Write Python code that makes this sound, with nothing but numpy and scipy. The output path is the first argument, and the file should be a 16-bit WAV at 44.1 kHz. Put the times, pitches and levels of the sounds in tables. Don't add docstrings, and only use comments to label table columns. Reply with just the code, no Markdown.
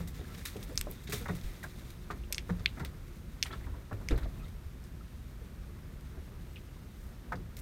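import sys
import numpy as np
from scipy import signal
from scipy.fft import rfft, irfft, next_fast_len
from scipy.io import wavfile
from scipy.ndimage import uniform_filter1d

SR = 44100
rng = np.random.default_rng(int(sys.argv[2]) if len(sys.argv) > 2 else 0)


def materialize(psi):
    bounded = np.clip(np.atleast_2d(psi).T, -1, 1)
    quanta = np.round(bounded * 32767).astype(np.int16)
    wavfile.write(sys.argv[1], SR, quanta)


def magnitude_from_level(level_db):
    exponent = np.asarray(level_db, float) / 20
    return 10 ** exponent


N = 335995

# [f/Hz, level/dB]
RUMBLE_COLOUR = [(12, -50), (20, -7.5), (64, -3), (110, -9.5), (129, -8), (183, -12.5), (252, -18),
                 (320, -23), (357, -21), (381, -30.5), (900, -22), (1170, -67), (1980, -120)]
# [f/Hz, level/dB]
WATER_COLOUR = [(180, -40), (300, -8), (355, -3), (386, -4.5), (607, -12), (682, -14), (793, -16.5),
                (923, -16), (1250, -16), (4770, -26), (15200, -32.5), (16500, -57)]
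# [f/Hz, level/dB]
FIBRE_COLOUR = [(530, -38), (900, -11), (1260, 0.5), (1400, -3), (2050, 3), (3070, -4.5), (3670, 3),
                (4330, -1.5), (5310, -0.5), (7230, 2), (15500, -4)]
# [f/Hz, level/dB]
MIC_COLOUR = [(20, -1), (6500, -0.5), (7600, -2.5), (8500, 0.5), (9600, 0.5), (10400, -3), (11500, 2.5)]
# [t/s, level/dB]
GUSTS = [(0, -39), (.15, -43.5), (.85, -44), (.98, -49.5), (1.29, -42), (1.46, -44), (1.74, -48.5),
         (1.82, -45.5), (2.82, -40), (3.12, -46.5), (3.42, -46), (3.75, -39), (3.84, -48.5), (4.11, -38),
         (4.6, -46.5), (6.6, -44), (6.97, -48.5), (7.3, -43.5)]
# [t/s, level/dB]
BUSTLE = [(0, -49), (.1, -58), (.4, -50.5), (.85, -53.5), (1.04, -55.5), (1.4, -50.5), (1.84, -55.5),
          (2.23, -59.5), (2.46, -57), (2.58, -57.5), (3.4, -61.5), (3.48, -51), (3.75, -62.5), (4.3, -57.5),
          (4.9, -64.5), (6.6, -61.5), (7.0, -62.5), (7.62, -65)]
# [t/s, peak level/dB, treble level/dB, fade by 60 dB/s]
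RUBS = [(.072, -42, -3.5, 0.13), (.14, -45.5, -13, 0.61), (0.34, -38.5, -19, .12), (.375, -44.5, -9, .17),
        (0.45, -29, -8, .18), (.5629, -38, -13, 0.044), (.627, -42, -1.5, 0.083), (.7243, -54, -2, .12),
        (.92, -56, 4, .12), (1.034, -47.5, -4, 0.1), (1.069, -36, -26, 0.17), (1.094, -40, -6, 0.22),
        (1.12, -27.5, -10.5, 0.32), (1.2094, -55, -18, .12), (1.279, -39, -17, .12),
        (1.348, -42.5, -8, 0.16), (1.433, -42, -13, 0.14), (1.628, -42.5, -4.5, 0.12),
        (1.783, -47, -11, 0.2), (1.9, -42, -8, .064)]
# [t/s, peak level/dB, treble level/dB]
SCUFFS = [(2.104, -35, -24), (2.495, -41, -23), (2.592, -41.5, -29), (2.793, -36.5, -18),
          (2.8458, -31.5, -19), (3.461, -36, -13), (3.523, -37.5, -26), (3.926, -50.5, -5.5),
          (4.106, -34, -27), (4.174, -41.5, -8), (4.229, -46, -28), (4.4794, -47, -11), (7.319, -41, -14),
          (7.352, -51, -15), (7.567, -47, -1.5), (7.577, -45, -14), (7.586, -50, 2)]
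# [t/s, level/dB, f/Hz, length/s, glide as end over start pitch]
CREAKS = [(0.933, -73, 3650, 0.11, 1.01), (4.412, -67, 1250, 0.041, 1.08), (4.385, -72, 2600, 0.049, .96),
          (4.452, -71, 2050, 0.03, 1.01), (4.475, -72, 2300, .025, 1.01), (5.006, -63.5, 1290, 0.013, 0.99),
          (6.683, -74, 2900, 0.018, 1.01), (6.76, -68.5, 1030, 0.017, 1.01), (.24, -64, 1300, .018, 1.45),
          (.272, -67, 1400, .08, .9), (.27, -73, 2250, .06, .9)]
# [t/s, peak level/dB, f/Hz, fade by 60 dB/s]
BOOMS = [(.003, -32.5, 172, 0.28), (.572, -39, 195, .12), (0.797, -33, 39.9, 0.3),
         (1.089, -37.5, 162, 0.19), (1.296, -27, 178.3, 0.28), (1.44, -30.5, 37, .25),
         (2.121, -38, 117, 0.096), (2.505, -24, 175.4, 0.26), (2.809, -34.5, 152, 0.1),
         (3.925, -30.5, 100.3, 0.3), (4.121, -16.5, 50.3, 0.13), (4.12, -28.5, 119.3, 0.21),
         (4.227, -28.5, 48, 0.15), (7.345, -50, 161, 0.16), (1.34, -37, 145, .2), (3.532, -39.5, 139, 0.18),
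         (3.721, -39, 59.7, 0.11), (4.661, -33, 69, 0.097)]
# [t/s, peak level/dB, plank f/Hz, bright part level/dB]
THUDS = [(.004, -42, 506, -10.5), (0.196, -42, 402, -28), (.213, -46, 417, -18), (0.558, -35, 420, -40),
         (0.578, -56, 383, -26), (.695, -37.5, 275, -18), (.716, -42, 500, -28), (0.869, -32.5, 600, -24),
         (.884, -41, 370, -30), (1.091, -39, 408, -25), (2.305, -44.5, 580, -22),
         (2.772, -39.5, 256, -10.5), (3.923, -37.5, 272, -18), (4.108, -26.5, 302, -16),
         (4.122, -28, 400, -22), (4.256, -40, 660, -14), (5.413, -47.5, 448, -22), (6.171, -44, 370, -19),
         (7.337, -36.5, 500, -18), (7.393, -45.5, 360, -29), (.193, -46, 740, -26), (.213, -52, 690, -26)]
# [t/s, peak level/dB, plank f/Hz, bright part level/dB, bright f/Hz]
RAPS = [(1.13, -35, 420, -14, 1150), (1.209, -40.5, 477, -10.5, 1460), (1.257, -42, 800, 1.5, 1496),
        (1.287, -39, 600, -2, 1000), (1.293, -35, 420, -6.5, 1900), (1.639, -48.5, 630, 7, 1640),
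        (2.102, -39, 412, 2.5, 1217), (2.493, -34, 476, -5.5, 1194), (2.596, -50.5, 423, -5, 1210),
        (2.798, -40.5, 315, -3.5, 1385), (2.829, -45.5, 415, -4.5, 938), (3.454, -54, 400, 9, 1450),
        (3.505, -46.5, 398, 2.1, 1390), (3.529, -45, 368, 0, 1290), (3.609, -54, 248, -4, 1790),
        (3.67, -46.5, 266, -7.5, 960), (3.739, -50.5, 290, -4, 985), (3.912, -38, 610, -5.5, 1150),
        (4.01, -45.5, 243, -8.5, 974), (4.174, -41, 378, -9, 1470), (4.223, -43, 245, -10, 1170),
        (7.3215, -37, 702, 2, 1250)]
# [t/s, peak level/dB, f/Hz, width/Hz]
PINGS = [(.9047, -43, 11500, 2500), (.9049, -46, 14500, 2000), (.9128, -33, 12000, 1800),
         (.913, -35, 14000, 1800), (.9132, -43, 9300, 1200), (2.8495, -35, 15200, 2200),
         (2.8497, -40, 9200, 1200), (2.8502, -37, 3800, 500), (7.5686, -44, 14000, 900),
         (7.5688, -45, 7000, 500), (7.5684, -39, 3800, 700), (.4553, -36, 3900, 600),
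         (.6282, -42, 3750, 600), (.7765, -38, 1300, 500), (.8122, -36, 1650, 700),
         (2.3291, -33, 8600, 800), (2.3254, -33, 9000, 900), (3.4272, -36, 13500, 1500),
         (2.6628, -30, 3600, 500), (.7795, -36, 5800, 900), (6.5591, -47, 3500, 500),
         (.868, -48, 1250, 200), (7.3205, -33, 950, 160), (7.374, -50, 1200, 200), (1.2675, -40, 1400, 250),
         (1.273, -44, 1950, 300)]
# [t/s, peak level/dB, f/Hz]
CHATTER = [(6.5588, -43, 2880), (6.5636, -48, 2450), (6.5676, -51, 2600), (6.5771, -52, 3300),
           (4.4448, -50, 3700), (2.2364, -50.5, 2800), (1.6297, -39.5, 1870), (7.5685, -48, 2120),
           (7.356, -52, 4900), (7.323, -53, 4500), (4.0868, -27.5, 2180), (2.675, -43, 2700),
           (2.689, -48, 4000), (2.3205, -46, 2300), (2.3822, -36, 2450), (2.3853, -46, 5600),
           (.203, -52, 3700), (.344, -52, 2700), (.413, -47, 1750), (3.4578, -40, 3050),
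           (3.4633, -46, 4500), (3.4635, -41, 2100), (3.513, -45, 3300), (3.5255, -43.5, 4000),
           (3.532, -45, 3440), (3.535, -40, 1330), (3.6419, -48, 2100), (3.6683, -48, 1600),
           (4.094, -45, 2900), (4.1093, -42.5, 3700), (4.118, -41, 2500), (4.16, -49, 4250),
           (4.1786, -45, 1800), (4.1841, -47, 3600), (4.222, -48, 1880), (4.2315, -50.5, 4000),
           (4.243, -52, 3600), (3.9285, -52, 2600)]
# [t/s, peak level/dB, middle modes level/dB, top modes level/dB, struck f/Hz]
SNAPS = [(0.4553, -34, -10, -20, 3750), (.757, -40.5, -12, -4, 2000), (0.776, -24.5, 4, -10.5, 3830),
         (0.7785, -35, -20, -20, 1880), (.812, -23, -12, -4.5, 2850), (2.3252, -22, -5, -3.5, 2560),
         (2.329, -22.5, -6, -8, 2580), (2.3327, -38, -3, -5, 3370), (2.346, -30.5, 0, -21, 2750),
         (2.3813, -21.5, -17, -23, 2440), (2.6592, -10.5, -29, -37, 2330), (2.8497, -39, -17, -18, 3030),
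         (3.4271, -13.5, -5.5, -27, 2690), (3.4322, -25, -17, -18, 2750), (3.436, -26, -7.5, -17, 2870),
         (4.0866, -31.5, -1, -13, 2160), (7.5684, -40, -7, -14, 3830), (4.84, -61, 8, 4, 2060)]
# [t/s, peak level/dB, top modes
# level/dB, struck f/Hz]
MORE_TICKS = [
    (.0742, -43, -8, 2010),
    (0.6284, -36, -14, 3850),
    (1.0194, -59, -3, 3680),
    (1.413, -40, -15, 3630),
    (1.642, -42, -20, 1650),
    (6.0094, -55, -2, 2010),
]
# [f/Hz, width/Hz, level/dB]
SHELL_MODES = [(1750, 300, -9.5), (2250, 274, -3), (3454, 300, -0.5), (4280, 300, -2.5), (5200, 580, 2.5),
               (6235, 470, -2), (8020, 600, -3), (9300, 1000, -6), (11800, 1200, 3.5), (14000, 2000, 0.4)]


def noise(n=N):
    return rng.standard_normal(n)


def level(x, db):
    return x * magnitude_from_level(db) / np.sqrt(np.mean(x ** 2))


def colour(x, points):
    hz, db = np.transpose(points)
    n = next_fast_len(len(x))
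    f = np.arange(n // 2 + 1) * SR / n + 1
    gain = magnitude_from_level(np.interp(np.log(f), np.log(hz), db))
    return irfft(rfft(x, n) * gain, n)[:len(x)]


def band(x, lo_hz, hi_hz, order=2):
    return signal.sosfilt(signal.butter(order, [lo_hz, hi_hz], "band", fs=SR, output="sos"), x)


def walk(rate):
    k = int(SR / rate)
    held = np.repeat(noise(N // k + 1), k)
    return 1.14 * uniform_filter1d(uniform_filter1d(held, k), k)[:N]


def grit(n, scatter_db, size=64):
    grains = magnitude_from_level(scatter_db * noise(n // size + 1))
    return noise(n) * np.repeat(grains, size)[:n]


def seconds(n):
    return np.arange(n) / SR


def mode_width(t60):
    return np.log(1000) / np.pi / t60


def ring(modes, t, turn, lag=0, wave=np.sin):
    hz, width, db = np.transpose(modes)[:, :, None]
    hz = hz * (1 + 0.013 * turn[:len(modes), None])
    swings = wave(2 * np.pi * hz * (t - lag))
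    return np.sum(magnitude_from_level(db) * np.exp(-np.pi * width * t) * swings, axis=0)


def burst(t, t60, hold, rise):
    fade = np.exp(-np.log(1000) * np.maximum(t - abs(hold), 0) / max(t60, .005))
    return (1 - np.exp(-t / rise)) * fade


def add(out, s, sound, peak_db):
    i = max(int(s * SR), 0)
    out[i:i + len(sound)] += (sound * magnitude_from_level(peak_db) / np.abs(sound).max())[:N - i]


def hiss():
    return level(band(colour(noise(), WATER_COLOUR), 1130, 20000), -64.5)


def breeze(deep_db, drone_db, lap_db):
    low, mid, hum = (colour(noise(), RUMBLE_COLOUR) for _ in range(3))
    gust_top_db, drone_top_db = -37, -43
    deep = level(band(low, 27.4, 92.4), 0)
    deep = deep * magnitude_from_level(np.minimum(deep_db, gust_top_db) + 0.33 * walk(13.0))
    drone = level(band(mid, 109.3, 355), 0)
    drone = drone * magnitude_from_level(np.minimum(drone_db, drone_top_db) - 1.5 + walk(13))
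    lap = level(band(colour(grit(N, 2.3), WATER_COLOUR), 358, 2080), 0)
    lap = lap * magnitude_from_level(lap_db + 1.4 * walk(20))
    stay_hz, stay_width_hz = 355.7, 15
    stay = band(hum, stay_hz - stay_width_hz / 2, stay_hz + stay_width_hz / 2, order=1)
    stay = level(stay, -67.5) * magnitude_from_level(3.5 * walk(2.62))
    return deep + drone + lap + stay


def rubs():
    cloth = [(*r, 0.041 * r[3]) for r in RUBS]
    feet = [(*r, 0.09, 0.0018) for r in SCUFFS]
    return cloth + feet


def rigging(rustle_db):
    low = level(band(colour(grit(N, 2.2), FIBRE_COLOUR), 800, 4620), 0)
    high = level(band(colour(grit(N, 2.0), FIBRE_COLOUR), 4800, 21600), 0)
    t, low_gain, high_gain = seconds(SR // 3), np.zeros(N), np.zeros(N)
    lag_s = .0025
    for s, db, treble_db, t60, hold in rubs():
        add(low_gain, s + lag_s, burst(t, t60, hold, 0.00016), db - 13.0)
        add(high_gain, s + lag_s, burst(t, 0.94 * t60, hold, 0.00022), db + treble_db - 5)
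    swish_s, swish_length_s, swish_db = 6.9, 0.28, -68
    add(high_gain, swish_s, np.hanning(int(swish_length_s * SR)), swish_db)
    steady = magnitude_from_level(rustle_db - 8 + 2.1 * walk(40))
    return low * np.hypot(low_gain, steady) + high * np.hypot(high_gain, steady * magnitude_from_level(-3.5))


def creaks():
    out = np.zeros(N)
    for s, db, hz, length, glide in CREAKS:
        n = int(length * SR)
        wobble = uniform_filter1d(noise(SR // 2), size=90)[:n]
        pitch = hz * np.linspace(1, glide, n) * (1 + 0.43 * wobble)
        tone = np.sin(2 * np.pi * np.cumsum(pitch) / SR)
        add(out, s, np.hanning(n) ** .5 * tone, db + 11.0)
    return out


def hull():
    out, t = np.zeros(N), seconds(SR // 2)
    for s, db, hz, t60 in BOOMS:
        width = mode_width(max(t60, .02))
        boom = ring([(hz, width, 0), (0.565 * hz, width, -6)], t, np.zeros(2))
        add(out, s, boom * (1 - np.exp(-t * hz / 0.48)), db)
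    return out


def knocks():
    thud_bright_hz, thud_cycles, thud_longest_s = 1350, 35, 0.086
    contact_t60_s, rap_cycles = 0.059, 24.6
    thuds = [(*r, thud_bright_hz, min(thud_cycles / r[2], thud_longest_s)) for r in THUDS]
    raps = [(*r, contact_t60_s + rap_cycles / r[2]) for r in RAPS]
    return thuds + raps


def shaken():
    out, t = np.zeros(N), seconds(SR)
    shake_t60_s = 0.52
    for s, db, *_ in knocks():
        add(out, s, burst(t, shake_t60_s / 2, .01, 0.0085), 2 * db)
    return out


def planks():
    out, t = np.zeros(N), seconds(SR // 5)
    for s, db, hz, bright_db, bright_hz, t60 in knocks():
        turn = noise(4)
        width = mode_width(max(t60, .01))
        shake = grit(len(t), 2.3)
        body = ring([(hz, width, 0), (1.7 * hz, 0.94 * width, -13), (0.741 * hz, width, -8)], t, turn)
        scrape = level(band(shake, 271, 502), 0) * burst(t, 2.15 * t60, 0.004, 0.005)
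        body = body + 0.36 * scrape
        add(out, s, body * (1 - np.exp(-t / 0.00054)), db)
        edge = ring([(bright_hz, 2 * width, 0), (1.1 * bright_hz, 2.3 * width, -7),
                     (0.69 * bright_hz, 2 * width, -9)], t, turn)
        scrape = level(band(shake, 660, min(1.54 * bright_hz, 2100), order=5), 0)
        edge = edge + 0.5 * scrape * burst(t, 0.88 * t60, 0.007, 0.00056)
        add(out, s, edge * (1 - np.exp(-t / 0.00047)), db + bright_db + 7.5)
    return out


def pings():
    out, t = np.zeros(N), seconds(SR // 20)
    for s, db, hz, width in PINGS:
        ping = ring([(hz, width, 0)], t, np.zeros(1))
        add(out, s, ping * (1 - np.exp(-t * width / .3)), db)
    return out


def chatter():
    out, t = np.zeros(N), seconds(SR // 10)
    width_hz, rattle_share, rattle_t60_s = 225, 0.18, 0.073
    full_db = -39
    for s, db, hz in CHATTER:
        rattle = level(band(grit(len(t), 2.7), 0.77 * hz, 1.14 * hz), 0)
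        rattle = rattle * burst(t, rattle_t60_s, 0.0018, 0.0034) * magnitude_from_level(min(0, full_db - db))
        tone = ring([(hz, width_hz, 0)], t, np.zeros(1)) * (1 - np.exp(-t / 0.00078))
        add(out, s, tone + rattle_share * rattle, db)
    return out


def ticks():
    snaps = [(s, db, mid, top, -22.5 - 0.3857 * (db + 43), hz) for s, db, mid, top, hz in SNAPS]
    faint = [(s, db, -8, top, -32, hz) for s, db, top, hz in MORE_TICKS]
    return snaps + faint


def casing():
    out, t = np.zeros(N), seconds(SR // 5)
    contact_s = .0005
    echo_s, echo_db = .0037, -17
    onset = 1 - np.exp(-(t / 0.00044) ** 2)
    for s, db, mid_db, top_db, rattle_db, hz in ticks():
        turn = noise(11)
        modes = [(hz, 380, 3)] + SHELL_MODES
        tick = np.zeros(len(t))
        for a, b, gain_db in ((0, 5, 0), (5, 7, mid_db + 5.0), (7, 11, top_db + 8.5)):
            part = ring(modes[a:b], t, turn[a:], contact_s, np.cos) * onset
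            tick += magnitude_from_level(gain_db) * part / np.abs(part).max()
        tick = tick + magnitude_from_level(echo_db) * np.roll(tick, int(echo_s * SR))
        shake = grit(len(t), 3.5)
        rattle = level(band(shake, 2070, 3830, order=3), 0)
        rattle = rattle + magnitude_from_level(mid_db + 7.5) * level(band(shake, 3800, 9200), 0)
        rattle = magnitude_from_level(rattle_db) * rattle * burst(t, 0.13, 0.0008, 0.001)
        sound = band(tick + rattle, 1750, 22000)
        add(out, s, sound, db + 3.2 + max(0, mid_db + 7, top_db + 9.5))
    return out


def stirred(db, by_db, shake):
    return 10 * np.log10(magnitude_from_level(2 * db) + magnitude_from_level(2 * by_db) * shake)


def scene():
    t = seconds(N)
    gust_db = np.interp(t, *np.transpose(GUSTS))
    bustle_db = np.interp(t, *np.transpose(BUSTLE))
    gusty, busy = gust_db + 45, bustle_db + 62
    shake = shaken()
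    drone_db = stirred(-49.5 + 0.29 * gusty + 0.051 * busy, -10, shake)
    lap_db = stirred(-61.5 + 0.33 * gusty + 0.25 * busy, -25.5, shake)
    ground = hiss() + breeze(gust_db, drone_db, lap_db) + rigging(bustle_db)
    boat = creaks() + hull() + planks() + pings() + chatter() + casing()
    return (ground + boat)[None]


def top_cut(x):
    return signal.sosfilt(signal.butter(12, 15850, fs=SR, output="sos"), x)


def record(dry):
    mix = colour(dry[0], MIC_COLOUR)[None]
    return top_cut(mix)


dry = scene()
out = record(dry)
materialize(out)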